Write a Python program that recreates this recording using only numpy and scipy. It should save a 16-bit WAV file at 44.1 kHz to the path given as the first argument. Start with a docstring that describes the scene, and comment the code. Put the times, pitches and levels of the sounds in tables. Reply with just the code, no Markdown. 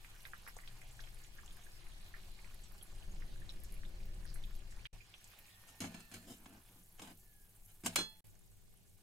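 """A small kitchen, stereo microphone close to a steel pan on a gas stove, where a puffed round of dough fries.
The flame rumbles over the room's low hum. Steam leaves the dough as bubbles, so the oil fizzes, plops
and spits. A steel skimmer lifts the dough out and the sizzle thins, with two faint, sinking whistles.
The skimmer scrapes and rattles on the pan, knocks hard twice and rings on after the second blow.
The sound drops out briefly twice; at the end a low hum spreads wide."""
import sys
import numpy as np
from scipy import signal
from scipy.fft import rfft, irfft, next_fast_len
from scipy.io import wavfile
from scipy.ndimage import uniform_filter1d

SR = 44100
rng = np.random.default_rng(int(sys.argv[2]) if len(sys.argv) > 2 else 0)


def wav_record(signal):
    """Record a signal, one row per channel, as 16-bit PCM in the file named by sys.argv[1]."""
    frames = np.transpose(np.atleast_2d(signal))
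    bounded = np.clip(frames, -1, 1)
    # unit amplitude maps onto the largest positive 16-bit level
    quanta = np.round(bounded * 32767).astype(np.int16)
    wavfile.write(sys.argv[1], SR, quanta)


N = 397782
TIME = np.arange(N) / SR
TAIL = TIME[:SR // 2]  # time within one short event

# Room tone, the kitchen's steady hum: f/Hz, density/dB
HUM_SPECTRUM = [(40, 4), (70, -10), (105, 5.5), (140, -14), (175, -4), (250, -19), (380, -14.5),
                (550, -23.5), (800, -22.5), (1100, -42), (2400, -32), (5000, -31), (9000, -35)]
# How hard the gas flame rumbles: t/s, level/dB
RUMBLE_LEVEL = [(0, -55.5), (1.4, -52), (2.85, -50.5), (3.1, -44), (4.25, -43.5), (4.95, -49.5),
                (5.12, -69), (7.9, -63), (9.02, -75)]
# The flame's deep rumble and its flutter: f/Hz, density/dB
RUMBLE_SPECTRUM = [(10, -4.5), (20, 3), (33, -5.5), (48, -15.5), (65, -18.5), (110, -21.5), (170, -33.5),
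                   (260, -50), (500, -87)]
FLUTTER_SPECTRUM = [(90, -4), (180, 14.5), (260, -0.5), (370, 8.5), (450, -4), (540, 0.5), (800, -10),
                    (1200, -58), (2500, -25)]
# The oil's simmer, its fizz and the airy top of the fizz: f/Hz, density/dB
SIMMER_SPECTRUM = [(400, -6.5), (800, 4.5), (1100, -3.5), (1900, -2), (2900, -2), (4000, -2), (5500, -4),
                   (8000, -8.5), (14000, -28)]
FIZZ_SPECTRUM = [(1500, -25), (4500, -15), (6500, 0), (9000, 1), (11000, -1), (13000, -4), (15800, -18)]
AIR_SPECTRUM = [(5500, -23.5), (8500, -6.5), (11000, 0), (12700, 0), (14500, 0), (15800, -3)]
# Large bubbles bursting: t/s, peak/dB, f/Hz, rise/cycles
PLOPS = [(.047, -44.5, 2160, 0.49), (.253, -41, 1910, 0.9), (.252, -47, 3760, 1.7), (.334, -42, 1660, 1.1),
         (.466, -45, 1450, 0.61), (0.476, -39.5, 1970, 0.78), (.567, -46, 750, 0.46),
         (0.588, -45.5, 1880, 0.77), (.676, -40, 3360, 0.53), (0.817, -49, 2150, 1.2),
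         (.993, -48, 1630, 1.5), (1.004, -45, 3830, 0.6), (1.039, -48.5, 3170, 1.4),
         (1.074, -47, 2400, 0.41), (1.247, -49, 3000, .5), (1.434, -53, 1110, 0.73),
         (1.389, -51, 1720, 1.6), (1.478, -51, 3300, 1.5), (1.508, -51, 3430, 1.1), (1.569, -58, 1700, 2),
         (1.666, -54.5, 1690, 2.2), (1.867, -51, 2150, 0.8), (2.140, -45, 1800, 2.4), (2.391, -54, 2200, 2),
         (2.445, -50, 2200, 1.1), (2.812, -53, 3280, 2.5), (3.222, -48, 1900, 0.91),
         (3.418, -55.5, 1750, 3.1), (3.4925, -40.5, 3930, 2.8), (3.834, -50, 1790, 1.2),
         (3.851, -53, 3600, 2.7), (4.253, -53.5, 1740, 1.6), (4.358, -50, 1600, 0.84),
         (4.438, -47.5, 3570, 2.2), (4.855, -38, 3040, 1.14), (4.853, -46, 1740, 1.2),
         (5.006, -53.5, 2410, 3.1), (5.14, -44.5, 3220, 1.5)]
# Droplets spat out of the oil: t/s, level/dB, f/Hz, rise/cycles, spatter t60/s
SPITS = [(.220, -60, 12400, 2, .02), (.268, -60, 12400, .7, .08), (.477, -55, 11300, 1, .09),
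         (.565, -53.5, 7600, .7, .025), (.813, -60, 8000, .5, .04), (.911, -61, 7500, 2, .03),
         (1.005, -59, 5500, .6, .04), (1.145, -57.5, 9800, .9, .03), (1.238, -61, 6900, 1.5, .05),
         (1.461, -57, 6300, .5, .012), (1.528, -61, 9500, 1.8, .03), (1.569, -59.5, 11800, .7, .015),
         (2.544, -57.5, 10800, .8, .02), (2.635, -60, 7800, 1.6, .09), (2.720, -61, 11800, .8, .05),
         (2.8275, -48, 10900, 2.4, .025), (3.117, -62, 6720, 3, .03), (3.601, -62, 11800, 2, .03),
         (3.636, -52, 12000, .9, .025), (3.643, -58, 7500, .5, .08), (3.722, -54.5, 11000, .7, .05),
         (3.741, -57, 10900, .8, .06), (4.055, -63, 14500, 2, .02), (4.253, -59, 9400, 1, .02),
         (4.342, -51, 10400, .8, .05), (4.455, -63, 12500, .7, .08), (4.552, -59.5, 8500, .4, .015),
         (4.563, -60, 13000, 1, .012), (4.708, -59.5, 7500, .4, .11), (5.242, -54.5, 7500, .7, .03),
         (5.389, -54, 13000, .9, .015)]
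# Runs of like-sized bubbles: start/s, end/s, f/Hz, level/dB
BUBBLE_STREAMS = [(0.424, 0.527, 5270, -68), (1.753, 2.273, 3830, -72.5), (2.09, 2.715, 4200, -74),
                  (3.256, 3.482, 3830, -75), (4.258, 4.328, 4860, -67), (5.196, 5.666, 2600, -74.5)]
# Faint whistles, perhaps steam leaving the dough: start/s, end/s, first f/Hz, last f/Hz, level/dB
WHISTLES = [(5.3, 6.36, 1870, 1740, -75.5), (7.194, 7.515, 1795, 1594, -80.5)]
# Skimmer dragged over the pan: t/s, length/s, grind/dB, judder/dB, tilt/(dB per octave)
SCRAPES = [(5.671, 0.038, -61.5, -70, 1), (5.802, 0.076, -52.5, -49.5, -1.5),
           (5.88, 0.13, -62.5, -60.5, -2), (6.111, .07, -59, -61, 0.5), (6.191, 0.091, -67, -61.5, 0.5),
           (6.268, 0.084, -58.5, -53.5, 3.5), (6.364, 0.12, -73, -68.5, -4.5),
           (6.46, 0.14, -69, -61.5, -3.5), (6.683, 0.15, -78, -69.5, -4), (6.981, 0.029, -62.5, -68, -2),
           (7.01, 0.054, -57, -56, -0.5), (7.055, 0.072, -61, -63, -2), (7.673, .05, -70.5, -90, 0),
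           (7.844, 0.044, -43.5, -49.5, 1), (7.885, .065, -57.5, -62, -.5),
           (7.964, 0.054, -45.5, -48.5, -1.5)]
# Skimmer striking the pan: t/s, clank/dB, thud/dB, ring/dB, tilt/(dB per octave)
KNOCKS = [(5.804, -43.5, -43, -58, 1), (5.818, -46, -54, -68, 0), (5.840, -46.5, -54, -67, -4.5),
          (5.943, -55, -52.5, -61.5, -0.5), (6.0027, -59, -76, -68, 0), (6.1147, -59, -66, -63, 1),
          (6.140, -50, -51, -60, 2), (6.458, -57, -60, -72, -3.5), (6.9942, -52, -63, -75, -2),
          (7.0194, -53, -66, -82, 1.5), (7.073, -57.5, -66, -80, -2), (7.8365, -54.5, -46, -80, -1),
          (7.8611, -33.5, -43.5, -64, 0.9), (7.9579, -28, -49.5, -65, .5), (7.987, -42.5, -53.5, -78, 0),
          (8.011, -50, -54, -71, 0.5)]
# Steel on steel, the smooth base of the contact noise: f/Hz, density/dB
CONTACT_SPECTRUM = [(240, -15), (400, -11), (750, -12.5), (1300, -7.5), (2000, -25), (3000, -5.5),
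                    (4000, -10), (4600, -15), (6640, -8.5), (13700, -19), (16000, -27)]
# Broad resonances of steel pressed on steel: f/Hz, width/Hz, level/dB
CONTACT_RESONANCES = [(780, 150, 2.5), (1140, 150, -5.5), (1570, 130, 1), (2240, 140, 1.5),
                      (2920, 280, -1.5), (3900, 330, -6.5), (5110, 150, 0), (6450, 110, 0.5),
                      (7220, 150, 0.5), (8260, 110, 2), (9470, 200, -2.5), (10800, 180, -4),
                      (12200, 150, -10), (13350, 180, -11)]
# Modes of the pan on its stand: f/Hz, level/dB, t60/s
PAN_MODES = [(100.2, -3.5, 0.244), (172, -7, 0.59), (193, 4, 0.09), (236.8, -1, 0.24), (271.5, 4, 0.075),
             (328.7, -2.5, 0.1), (376, -11, 0.2), (473, -15, 0.25), (653, -15.5, 0.41), (702, -7, 0.055)]
# Modes of the skimmer: f/Hz, free level/dB, free t60/s, level pressed on the pan/dB
SKIMMER_MODES = [(867, -31, .8, -12), (1365, -28, .3, -8), (1740, -33, .4, -1), (1954, -36, .7, -14),
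                 (2645, -26, .4, 1), (2756, -26, .28, -8), (3379, -6, .33, -6), (4202, 4, .27, -3.5),
                 (4400, -30, .2, -3), (5088, -9, .24, -7), (6049, -5, .16, -12), (6459, -9, .2, -10),
                 (6738, -14, .23, -8), (7176, -13, .19, -9), (8165, -8, .15, -4), (8200, -8, .15, -7),
                 (12000, -16, .14, -10)]
# The free ring at the two microphone ports: f/Hz, left over right/dB, left lead/rad
RING_AT_MIC = [(2600, -3, 0), (3380, -15, -2.7), (4200, -3, -1.6), (5090, 3, -1.5), (6050, 9, .7),
               (8200, 0, 0)]
# The wide hum at the end: t/s, level/dB
WIDE_HUM_LEVEL = [(8.05, -101), (8.3, -64), (9.02, -71)]
# Stereo width of the stove and steel sounds, wide in the middle, narrow in the bass and top treble:
# f/Hz, side gain/dB
STOVE_WIDTH = [(60, -15), (250, -10), (640, -4.5), (1400, -0.5), (3100, 0), (6000, -2), (10000, -17.5),
               (15000, -12.5)]
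STEEL_WIDTH = [(60, -17), (250, -14), (640, -4), (1400, 0), (3100, -0.5), (6000, -1), (10000, -10.5),
               (15000, -13)]
# How the same two lean to one side: f/Hz, leftward lean/dB
STOVE_LEAN = [(60, 4), (150, 0), (380, -0.5), (950, -1.5), (2380, -12.5), (5980, 0.5), (15000, -2.5)]
STEEL_LEAN = [(60, 4), (150, -1.5), (380, 2), (950, -0.5), (2380, -6), (5980, 4.5), (15000, -3)]
# The sound drops out and returns a little louder: start/s, end/s, surge length/s, surge/dB
DROPOUTS = [(4.871, 4.93, 0.035, 2), (8.207, 8.243, 0.042, 2.5)]

# The dough is lifted and drains, and late on the sizzle fades: start/s, length/s
LIFT, DRAIN, FADE = (5.05, 0.27), (4.91, 2.53), (8.1, 0.29)
CONTACT_DETUNE, CONTACT_SPREAD_DB = 0.012, 2  # scatter per contact: share of pitch, mode strength


def amp(db):
    """Decibels to gain."""
    return 10 ** (np.asarray(db) / 20)


def unit_rms(x):
    """Scales to an rms of one."""
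    return x / np.sqrt(np.mean(x ** 2) + 1e-20)


def curve(rows):
    """Joins (time, value) points over the whole scene."""
    return np.interp(TIME, *np.transpose(rows))


def progress(start, length):
    """Rises from 0 to 1 over a stretch of time."""
    return np.clip((TIME - start) / length, 0, 1)


def arch(start, end):
    """Swells and stops again."""
    return np.sqrt(abs(np.sin(np.pi * progress(start, end - start))))


def add(mix, start, sound):
    """Mixes a sound in at a time."""
    part = mix[round(start * SR):][:len(sound)]
    part += sound[:len(part)]


def through(x, response):
    """Convolves with an impulse response."""
    return signal.oaconvolve(x, response)[:N]


def colour(x, points):
    """Filters by a spectrum of (Hz, dB) points."""
    hz, db = np.transpose(points)
    size = next_fast_len(len(x) + 2048)
    bins = np.fft.rfftfreq(size, 1 / SR)
    gain = amp(np.interp(np.log(bins + 1), np.log(hz), db))
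    return irfft(rfft(x, size) * gain, size)[:len(x)]


def noise(spectrum):
    """Coloured noise at unit rms."""
    return unit_rms(colour(rng.standard_normal(N), spectrum))


def echoes(t60):
    """Dense dying reflections off nearby surfaces, favouring no pitch; unit energy."""
    envelope = amp(-60 * TAIL / t60) * (1 - np.exp(-TAIL / 0.0011))
    spectrum = rfft(rng.standard_normal(len(TAIL)) * envelope)
    local_power = uniform_filter1d(abs(spectrum) ** 2, size=60)
    tail = irfft(spectrum / np.sqrt(local_power), len(TAIL)) * (TAIL < t60)
    return tail / np.linalg.norm(tail)


def gas_flame():
    """The burner under the pan: a deep rumble, and a softer flutter that follows its level."""
    rumble = noise(RUMBLE_SPECTRUM)
    flutter = amp(-21.5) * noise(FLUTTER_SPECTRUM)
    return (rumble + flutter) * amp(curve(RUMBLE_LEVEL))


def room_tone():
    """The kitchen hums steadily; a 120 Hz tone swells once, briefly."""
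    swell = arch(start=0.53, end=1.27) * unit_rms(np.sin(2 * np.pi * 120 * TIME))
    return amp(-67) * noise(HUM_SPECTRUM) + amp(-66) * swell


def clicks(per_s, spread_db, size=N):
    """Random clicks, most small and a few large."""
    strength = amp(spread_db * np.minimum(rng.exponential(1, size), 5))
    return strength * rng.choice([-1, 1], size) * (rng.random(size) < per_s / SR)


def bubble(hz, cycles):
    """A bursting cavity: its tone peaks after the given cycles and dies within a few more."""
    turns = hz * TAIL[:1024]
    return turns / cycles * np.exp(1 - turns / cycles) * np.sin(2 * np.pi * turns)


def spray(x, seconds):
    """Every click trails off in a short puff of noise."""
    decay = np.exp(-1 / (seconds * SR))
    return np.sqrt(signal.lfilter([1 - decay], [1, -decay], x ** 2)) * rng.standard_normal(N)


def clumped(x, depth_db):
    """Bubbles come in clumps of like size, so narrow bands swell and fade."""
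    bands = signal.stft(x, nperseg=512)[2]
    across_pitch = uniform_filter1d(rng.standard_normal(bands.shape), size=9, axis=0)
    clumps = unit_rms(uniform_filter1d(across_pitch, size=10, axis=1))
    return unit_rms(signal.istft(bands * amp(depth_db * clumps))[1][:N])


def prickle():
    """Pinprick bubbles burst in tiny clusters, each cluster at one pitch."""
    out = np.zeros(N)
    for hz in np.geomspace(5500, 14500, 9):
        clusters = spray(clicks(per_s=60, spread_db=3.7), seconds=.002)
        out += unit_rms(through(clusters, bubble(hz, cycles=1.2)))
    return unit_rms(out)


def frying(db, settle_db_per_s, lift_db, drain_db, fade_db, surge_db):
    """Gain of a sizzle layer: it surges at random, settles in the oil, shifts as the dough is lifted and
    drains, and fades late on."""
    surges = noise([(1, 0), (7, 0), (20, -40), (60, -120)])
    settled_db = settle_db_per_s * np.minimum(TIME, LIFT[0])
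    moves_db = lift_db * progress(*LIFT) + drain_db * progress(*DRAIN) + fade_db * progress(*FADE)
    return amp(db - settled_db + moves_db + surge_db * surges)


def sizzle():
    """Steam escapes the dough in swarms of small bubbles; the finest merge into fizz."""
    swarm = sum(through(clicks(per_s=64, spread_db=3.5), bubble(hz, cycles=0.42)) * np.sqrt(hz)
                for hz in np.geomspace(1300, 5000, 10))
    swarm = unit_rms(swarm + 1.2 * through(swarm, echoes(t60=0.04)))
    simmer = clumped(noise(SIMMER_SPECTRUM), depth_db=3.5)
    ticks = clicks(per_s=1000, spread_db=4)
    crackle = unit_rms(ticks + 1.95 * spray(ticks, seconds=0.009)) + amp(-3.5) * prickle()
    fizz = clumped(colour(crackle, FIZZ_SPECTRUM), depth_db=1.5)
    fizz *= frying(db=-72, settle_db_per_s=0.88, lift_db=2, drain_db=-3.5, fade_db=0, surge_db=-0.2)
    air = clumped(colour(crackle, AIR_SPECTRUM), depth_db=0.5)
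    air *= frying(db=-77.5, settle_db_per_s=1.4, lift_db=10.5, drain_db=4, fade_db=-10, surge_db=0.1)
    boil = amp(-4) * swarm + amp(-1.5) * simmer
    boil *= frying(db=-67, settle_db_per_s=0.355, lift_db=3, drain_db=-13, fade_db=-1.5, surge_db=0.65)
    return boil + fizz + air


def plop(db, hz, cycles):
    """One bubble bursts, and seven weaker ones of other sizes splutter within 13 ms."""
    splutter = amp(-15 + .6 * (db + 47))  # violent plops splutter more
    out = np.zeros(len(TAIL))
    add(out, 0, bubble(hz, cycles))
    for delay, pitch, strength in rng.random((7, 3)):
        weaker = splutter * (.5 + strength) * bubble(hz * 2.3 ** (pitch - .5), .7 * cycles)
        add(out, .013 * delay, weaker)
    return amp(db) * out


def spit(db, hz, cycles, t60, fragments_per_s=6000):
    """A droplet snaps and shatters into a dying spatter."""
    fragments = rng.standard_normal(len(TAIL)) * (rng.random(len(TAIL)) < fragments_per_s / SR)
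    spatter = fragments * amp(-60 * TAIL / t60)
    spatter[0] = 1  # the first snap
    sound = through(spatter, bubble(hz, cycles))
    return amp(db) * sound / np.sqrt(2 * np.mean(sound[:220] ** 2))


def strays(count, **ranges):
    """Random events until the dough is lifted: rows of a time and a value from each range, in order."""
    draw = rng.random((count, 1 + len(ranges)))
    low, high = np.transpose(list(ranges.values()))
    times = (np.arange(count) + draw[:, 0]) / count * LIFT[0]
    return list(np.column_stack([times, low + (high - low) * draw[:, 1:]]))


def plops_and_spits():
    """Bubbles plop and droplets tick; the pan wall throws back the plops, the kitchen both."""
    plops, spits = np.zeros(N), np.zeros(N)
    for start, *cavity in PLOPS + strays(16, db=(-60, -54), hz=(1600, 3800), cycles=(1, 2.2)):
        add(plops, start, plop(*cavity))
    small_spits = strays(36, db=(-70, -63), hz=(4500, 14000), cycles=(.4, 2), t60=(.008, .04))
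    for start, *droplet in SPITS + small_spits:
        add(spits, start, spit(*droplet))
    pan_wall = .25 * np.roll(plops, round(.0043 * SR))
    room = through(.4 * plops + .45 * spits, echoes(t60=.13))
    return plops + pan_wall + spits + room


def bubble_streams():
    """A leak in the crust blows a run of bubbles of one size."""
    out = np.zeros(N)
    for start, end, hz, db in BUBBLE_STREAMS:
        run = through(clicks(per_s=1400, spread_db=4.5), bubble(hz, cycles=0.98))
        out += amp(db) * arch(start, end) * unit_rms(run)
    return out


def whistles():
    """Thin tones that waver and sink, perhaps steam leaving the dough."""
    waver = 1 + 0.0181 * unit_rms(uniform_filter1d(rng.standard_normal(N), size=200))
    out = np.zeros(N)
    for start, end, first_hz, last_hz, db in WHISTLES:
        turns = np.cumsum(curve([(start, first_hz), (end, last_hz)]) * waver) / SR
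        out += amp(db) * arch(start, end) * unit_rms(np.sin(2 * np.pi * turns))
    return out


def partials(modes):
    """One dying sine for each mode."""
    return np.array([amp(db - 60 * TAIL / t60) * np.sin(2 * np.pi * (hz * TAIL + rng.random()))
                     for hz, db, t60 in modes])


def struck(bank):
    """Each point of contact wakes the modes in its own proportions; starts at unit level."""
    weights = amp(CONTACT_SPREAD_DB * rng.standard_normal(len(bank))) * rng.choice([-1, 1], len(bank))
    sound = weights @ bank
    return sound / np.std(sound[:400])


def driven(force, response):
    """A force played through a response of unit energy."""
    return through(force, response / np.linalg.norm(response))


def steel_contact(impact, thicket, tilt_db):
    """An impact and its short modes, through broad resonances that shift with the point of contact."""
    contact = impact + amp(-18) * struck(thicket)
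    hz = np.geomspace(200, 17000, 900)
    shifts = 1 + CONTACT_DETUNE * rng.standard_normal(len(CONTACT_RESONANCES))
    peaks = sum(amp(db) ** 2 / (1 + (2 * (hz - centre * shift) / width) ** 2)
                for (centre, width, db), shift in zip(CONTACT_RESONANCES, shifts))
    base_hz, base_db = np.transpose(CONTACT_SPECTRUM)
    base = amp(np.interp(np.log(hz), np.log(base_hz), base_db)) ** 2
    gain_db = 10 * np.log10(peaks + base) + tilt_db * np.log2(hz / 4000)
    return colour(contact, np.transpose([hz, gain_db]))


def pan_ring():
    """The pan's low modes, shifted a little by the skimmer's weight."""
    modes = [(hz * (1 + CONTACT_DETUNE * rng.standard_normal()), db, t60) for hz, db, t60 in PAN_MODES]
    return partials(modes).sum(0)


def scrape(thicket, held, length, grind_db, judder_db, tilt_db):
    """Gritty slips swell and ease off; steel, pan and skimmer ring on after them."""
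    stroke = np.sqrt(abs(np.sin(np.pi * np.minimum(TAIL / length, 1))))
    slips = stroke * unit_rms(clicks(per_s=1600, spread_db=2.8, size=len(TAIL)))
    tick = rng.standard_normal(len(TAIL)) * amp(-60 * TAIL / 0.0073)
    grind = driven(slips, steel_contact(tick, thicket, tilt_db))
    grind += amp(-19) * driven(slips, struck(held))
    # light slips hardly rock the pan's lowest mode
    judder = driven(slips, colour(pan_ring(), [(100, -9.5), (220, -2)]))
    return amp(grind_db) * grind + amp(judder_db) * judder


def knock(thicket, held, clank_db, thud_db, ring_db, tilt_db):
    """Steel chatters in contact and dies into short modes; the pan thuds, the held skimmer rings."""
    chatter_s, crack_t60 = 0.0037, 0.048
    crack = rng.standard_normal(len(TAIL)) * amp(-60 * np.maximum(TAIL - chatter_s, 0) / crack_t60)
    clank = steel_contact(crack, thicket, tilt_db)
    clank /= np.std(clank[:200])
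    thud = pan_ring() * (1 - np.exp(-TAIL / 0.0052))
    return amp(clank_db) * clank + amp(thud_db) * thud + amp(ring_db) * struck(held)


def skimmer_on_pan():
    """Blows and scrapes wake a thicket of short steel modes and those of the held skimmer."""
    thicket = partials([(hz, 0, 0.16 * (hz / 3000) ** -.1) for hz in rng.uniform(400, 16000, size=500)])
    held = partials([(hz, db, min(1.5 * t60, .42)) for hz, _, t60, db in SKIMMER_MODES])
    out = np.zeros(N)
    for start, *blow in KNOCKS:
        add(out, start, knock(thicket, held, *blow))
    for start, *drag in SCRAPES:
        add(out, start, scrape(thicket, held, *drag))
    return out


def free_ring(start, db, build_s):
    """The skimmer springs free and rings, each mode reaching the microphone from its own direction."""
    mic_hz, balances_db, leads = np.transpose(RING_AT_MIC)
    out = np.zeros((2, N))
    for hz, mode_db, t60, _ in SKIMMER_MODES:
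        envelope = amp(db + mode_db - 60 * TAIL / t60) * (1 - np.exp(-TAIL / build_s))
        phase = 2 * np.pi * (hz * TAIL + rng.random())
        balance_db = np.interp(hz, mic_hz, balances_db)
        lead = np.interp(hz, mic_hz, leads)
        for channel, side in zip(out, (.5, -.5)):
            add(channel, start, amp(side * balance_db) * envelope * np.sin(phase + side * lead))
    return out


def wide_hum():
    """The kitchen's hum spreads wide at the end, opposite in phase left and right."""
    return np.outer([1, -1], noise(HUM_SPECTRUM) * amp(curve(WIDE_HUM_LEVEL)))


def stereo(direct, scattered, width, lean):
    """Scattered sound differs between the channels; the direct sound leans to one side."""
    left = colour(direct, [(hz, db / 2) for hz, db in lean])
    right = colour(direct, [(hz, -db / 2) for hz, db in lean])
    side = .9 * colour(scattered, width) + .35 * (left - right)
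    return np.array([direct + side, direct - side])


def scene():
    """Flame, room, oil and skimmer from close by, scattered by the stove top and the walls."""
    oil_events = bubble_streams() + plops_and_spits() + whistles()
    steel = skimmer_on_pan()
    walls = echoes(t60=.04)
    direct = gas_flame() + room_tone() + sizzle() + oil_events
    # the sizzle comes from all over the pan, so the side signal gets noise of its own
    scattered = gas_flame() + room_tone() + sizzle() + through(oil_events, walls)
    stove = stereo(direct, scattered, STOVE_WIDTH, STOVE_LEAN)
    skimmer = stereo(steel, through(steel, walls), STEEL_WIDTH, STEEL_LEAN)
    return stove + wide_hum() + skimmer + free_ring(start=7.9585, db=-30.5, build_s=0.026)


def record(dry):
    """The sound drops out briefly twice and is cut off above 15.9 kHz."""
    gate = np.ones(N)
    for start, end, surge_s, surge_db in DROPOUTS:
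        gate[(TIME > start) & (TIME < end)] = amp(-37)
        gate[(TIME > end) & (TIME < end + surge_s)] = amp(surge_db)
    gated = dry * uniform_filter1d(gate, size=130)
    lowpass = signal.firwin(511, 15900, window=("kaiser", 9), fs=SR)
    return signal.oaconvolve(gated, lowpass[None], "same")


dry = scene()
out = record(dry)
wav_record(out)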